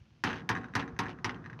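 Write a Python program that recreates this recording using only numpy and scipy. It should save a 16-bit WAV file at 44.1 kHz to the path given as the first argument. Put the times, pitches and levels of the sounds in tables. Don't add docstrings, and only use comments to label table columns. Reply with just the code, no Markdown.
import sys
import numpy as np
from scipy import signal
from scipy.fft import rfft, irfft
from scipy.io import wavfile
from scipy.ndimage import uniform_filter1d

SR = 44100
rng = np.random.default_rng(int(sys.argv[2]) if len(sys.argv) > 2 else 0)


def to_wav(sig):
    pcm = np.clip(np.atleast_2d(sig), -1, 1) * 32767
    pcm = np.round(pcm).astype(np.int16)
    wavfile.write(sys.argv[1], SR, pcm.T)


N = 70560
T = np.arange(N) / SR
BIN_HZ = np.arange(N // 2 + 1) * SR / N


def from_db(db):
    return 10 ** (np.asarray(db) / 20)


def rms_one(x):
    return x / np.sqrt(np.mean(x ** 2) + 1e-20)


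def at_hz(points, hz, column=1):
    points = np.array(points)
    return np.interp(np.log(hz + 1), np.log(points[:, 0]), points[:, column])


def convolve(x, response):
    return signal.fftconvolve(x, response)[:N]


def excite(hits, response):
    impulses = np.zeros(N)
    for t, db in hits:
        impulses[int(t * SR)] += from_db(db)
    return convolve(impulses, response)


def low_pass(x, hz):
    return signal.sosfilt(signal.butter(4, hz, fs=SR, output="sos"), x)


def click_of(spectrum):
    cepstrum = irfft(np.log(from_db(at_hz(spectrum, BIN_HZ))))
    causal = 2 * cepstrum * (np.arange(N) < N // 2)
    click = irfft(np.exp(rfft(causal)))
    return click / np.abs(click).max()


def noise_of(spectrum):
    return rms_one(irfft(rfft(rng.standard_normal(N)) * from_db(at_hz(spectrum, BIN_HZ))))


def decay(t60):
    return from_db(-60 * T / t60)


def ringing(modes, spread_db=0):
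    return sum(from_db(db + spread_db * rng.standard_normal()) * decay(t60) * np.sin(2 * np.pi * hz * T)
               for hz, db, t60 in modes)


# f/Hz, relative level/dB
ROOM_SPECTRUM = [(25, -34), (60, -1.5), (130, 0.5), (250, -5.5), (450, -19), (1000, -34), (2500, -27.5),
                 (6200, -33.5), (7800, -49), (12000, -53), (16000, -67)]
# f/Hz, relative level/dB
RUMBLE_SPECTRUM = [(30, -76), (60, -10), (115, 29.5), (180, 21), (280, 15), (400, 9), (600, -1.5),
                   (1000, 7.5), (1800, 1.5), (3500, -53)]
# t/s, level/dB
RUMBLE_LEVELS = [(.22, -79), (.3, -49.5), (.7, -52.5), (.92, -53.5), (1.15, -53.5), (1.42, -49.5),
                 (1.52, -48), (1.6, -51)]
def background(room_db=-63):
    room = from_db(room_db) * noise_of(ROOM_SPECTRUM)
    leaning = from_db(np.interp(T, *np.transpose(RUMBLE_LEVELS)))
    return room + leaning * noise_of(RUMBLE_SPECTRUM)


# t/s, level/dB
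BUMPS = [(.008, -44.5), (.115, -51.5), (.928, -39)]
def bumps(hz=82.7, length_s=0.015):
    window = np.sin(np.pi * np.minimum(T / length_s, 1))
    return excite(BUMPS, np.sin(2 * np.pi * hz * T) * window)


def crack(t, db, top_hz, spray_db, t60):
    burst = from_db(spray_db) * rng.standard_normal(N) * decay(t60) - (T == 0)
    return excite([(t, db)], low_pass(burst, top_hz))


# t/s, crack level/dB, crack cutoff f/Hz, then level/dB of chisel, wash, boom, knock
BLOWS = [(0.238, -28, 15000, -21, -29, -36, -46), (.4910, -21, 16000, -19.5, -30, -36.5, -32),
         (0.7526, -23, 16000, -20, -31, -34, -35), (0.9902, -23, 12700, -20.5, -31, -36.5, -31),
         (1.2449, -20.5, 8600, -46, -32.5, -36.5, -34)]
# f/Hz, relative level/dB
CRACK_SPECTRUM = [(100, 3), (330, 5), (590, -4.5), (820, 10.5), (1900, 10), (2800, 5.5), (4000, -3),
                  (6100, 0.5), (7400, -23), (10500, -15), (16000, -35)]
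def hammer():
    cracks = sum(crack(t, db, top_hz, spray_db=-14, t60=0.042) for t, db, top_hz, *_ in BLOWS)
    return convolve(cracks, click_of(CRACK_SPECTRUM))


# t/s, level/dB
CLACKS = [(0.2486, -24.5), (0.2601, -33), (0.3057, -26.5), (0.3152, -30.5), (0.3286, -29.5), (0.3373, -32),
          (0.3632, -34.5), (0.3762, -42), (0.388, -44), (0.4067, -42.5), (0.4185, -42.5), (.502, -21.5),
          (0.5518, -23.5), (0.5636, -27), (0.5728, -28), (0.6126, -42), (0.617, -44), (0.6342, -39),
          (0.643, -32.5), (0.6847, -44.5), (0.7376, -33), (0.7636, -21.5), (0.7781, -29), (0.8174, -40),
          (0.8254, -30), (0.843, -55), (.8780, -36.5), (.8897, -45), (0.965, -42), (1.003, -30.5),
          (1.036, -34), (1.057, -32.5), (1.0648, -30), (1.1878, -42), (1.3614, -42.5), (1.442, -42),
          (1.4516, -42), (1.4605, -34.5), (1.4992, -36.5), (1.5304, -38.5)]
# f/Hz, relative level/dB, T60/s
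CHISEL_MODES = [(1245, -13, 0.031), (1676, 2.5, 0.013), (1828, -1.5, 0.012), (2440, -15.5, 0.019),
                (3927, -24.5, 0.031), (6010, -26, 0.019)]
def chisel(contact_s=0.00045, detune=0.027, grit_db=-43):
    blows = [(t, chisel_db) for t, _, _, chisel_db, *_ in BLOWS]
    clacks, grit = 0, 0
    for hit in blows + list(CLACKS):
        modes = [(hz * (1 + detune * rng.standard_normal()), db, t60) for hz, db, t60 in CHISEL_MODES]
        clack = ringing(modes, spread_db=2.5) * (1 - np.exp(-T / contact_s))
        clacks += excite([hit], clack / np.abs(clack).max())
        grit += excite([hit], rng.standard_normal(N) * decay(t60=0.06))
    grit = low_pass(convolve(grit, click_of(CRACK_SPECTRUM)), hz=10500)
    return clacks + from_db(grit_db) * grit


# f/Hz, relative level per hertz/dB, T60/s
WASH_SPECTRUM = [(35.4, -16, .7), (65.7, -11.5, 1), (108, -1.5, 0.5), (195, 2.5, 0.89), (310, 1.5, 0.5),
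                 (435, -5.5, 0.68), (595, -15, 0.93), (836, -1.5, 0.4), (1135, -2, 0.3), (1420, -4.5, 0.48),
                 (1900, -6.5, 0.33), (2840, -9, 0.18), (3830, -15.5, 0.16), (5373, -9, 0.059),
                 (6920, -30.5, 0.064), (15000, -36, 0.032)]
def wash(rise_cycles=0.32):
    edges = 30 * 2 ** (np.arange(28) / 3)
    white = rng.standard_normal((2, N))
    out, power = 0, 0
    for k, (low, high) in enumerate(zip(edges, edges[1:])):
        hz = np.sqrt(low * high)
        band_pass = signal.butter(2, [low, high], "band", fs=SR, output="sos")
        band = signal.sosfilt(band_pass, white[k % 2])[::-1]
        local_power = uniform_filter1d(band ** 2, size=int(2 * SR / (high - low)))
        steady = band / np.sqrt(local_power + 1e-12)
        gain = from_db(at_hz(WASH_SPECTRUM, hz)) * np.sqrt(high - low)
        envelope = decay(at_hz(WASH_SPECTRUM, hz, column=2)) * (1 - np.exp(-T * hz / rise_cycles))
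        out += gain * steady * envelope
        power += gain ** 2
    return out / np.sqrt(power)


# f/Hz, relative level/dB, T60/s
PANEL_MODES = [(64.1, -14, 0.95), (106.1, 3.5, 0.24), (113.8, -5, 0.31), (163.9, -6.5, 0.38),
               (243, -4.5, 0.61), (255.6, 1, 0.26), (280.3, -4.5, 0.54), (361, -14.5, 0.76),
               (464, -12.5, 0.67), (758.5, -10, 0.4), (910, 4.5, 0.088), (981.5, 1, 0.12), (1083, -3, 0.29)]
def panel(split_hz=600, boom_rise_s=0.0067, knock_rise_s=0.0066):
    clack_to_modes_db, clack_to_wash_db = -22.5, -26.5
    boom = ringing([mode for mode in PANEL_MODES if mode[0] < split_hz])
    boom *= 1 - np.exp(-T / boom_rise_s)
    knock = ringing([mode for mode in PANEL_MODES if mode[0] >= split_hz])
    knock *= 1 - np.exp(-(T / knock_rise_s) ** 2)
    out = from_db(clack_to_modes_db) * excite(CLACKS, boom + knock)
    ends = [blow[0] for blow in BLOWS[1:]] + [np.inf]
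    for (t, *_, wash_db, boom_db, knock_db), end in zip(BLOWS, ends):
        rebounds = [(at, db + clack_to_wash_db) for at, db in CLACKS if t <= at < end]
        out += excite([(t, wash_db)] + rebounds, wash())
        out += excite([(t, boom_db)], boom) + excite([(t, knock_db)], knock)
    return out


def hollow(x, hz=610, width_hz=127, dip_db=-6):
    notched = signal.lfilter(*signal.iirnotch(hz, hz / width_hz, fs=SR), x)
    return notched + from_db(dip_db) * (x - notched)


# delay t/s, level/dB
ECHOES = [(.0048, -9), (.0098, -14.5), (.0142, -11)]
def reflected(x):
    return x + excite(ECHOES, x)


# t/s, duration/s, level/dB
SCRAPES = [(0.256, 0.06, -35), (0.33, 0.078, -44), (0.789, 0.027, -36), (1.083, 0.039, -43.5),
           (1.299, 0.014, -42.5), (1.344, 0.0081, -50), (1.590, 0.0079, -45)]
# f/Hz, relative level/dB
PAINT_SPECTRUM = [(200, -11), (600, 12.5), (2000, 6.5), (3000, 8), (3900, -2.5), (6300, -10), (7600, -31),
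                  (12000, -30.5), (16000, -61)]
def scraping(grains_per_s=2100, spread_db=3, slips_per_s=100, dip_db=11, rise_s=0.0013, fall_s=0.018):
    sizes = from_db(spread_db * np.minimum(rng.exponential(1, N), 3)) * rng.choice([-1, 1], N)
    slip_times = np.cumsum(rng.uniform(0.5, 1.5, size=400)) / slips_per_s
    slip_phase = np.interp(T, slip_times, np.arange(len(slip_times))) % 1
    judder = from_db(-dip_db * slip_phase)
    breaks = rng.random(N) < grains_per_s / SR
    grains = rms_one(convolve(sizes * judder * breaks, click_of(PAINT_SPECTRUM)))
    strokes = sum(from_db(db) * np.interp(T - t, [0, rise_s, span, span + fall_s], [0.003, 0.9, 0.25, 0])
                  for t, span, db in SCRAPES)
    return grains * strokes


# t/s, level/dB
SNAPS = [(0.2726, -34), (0.3, -33), (0.5139, -28), (0.7992, -30), (1.294, -29.5)]
def flakes():
    cracks = sum(crack(t, db, top_hz=4300, spray_db=-7.5, t60=0.02) for t, db in SNAPS)
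    return convolve(cracks, click_of(CRACK_SPECTRUM))


def scene():
    work = panel() + reflected(chisel() + hammer() + flakes()) + scraping()
    return (hollow(work) + bumps() + background())[None]


def record(dry, low_hz=48, high_hz=16300):
    thin = signal.sosfilt(signal.butter(3, low_hz, "high", fs=SR, output="sos"), dry)
    return signal.sosfilt(signal.ellip(10, 0.2, 70, high_hz, fs=SR, output="sos"), thin)


dry = scene()
out = record(dry)
to_wav(out)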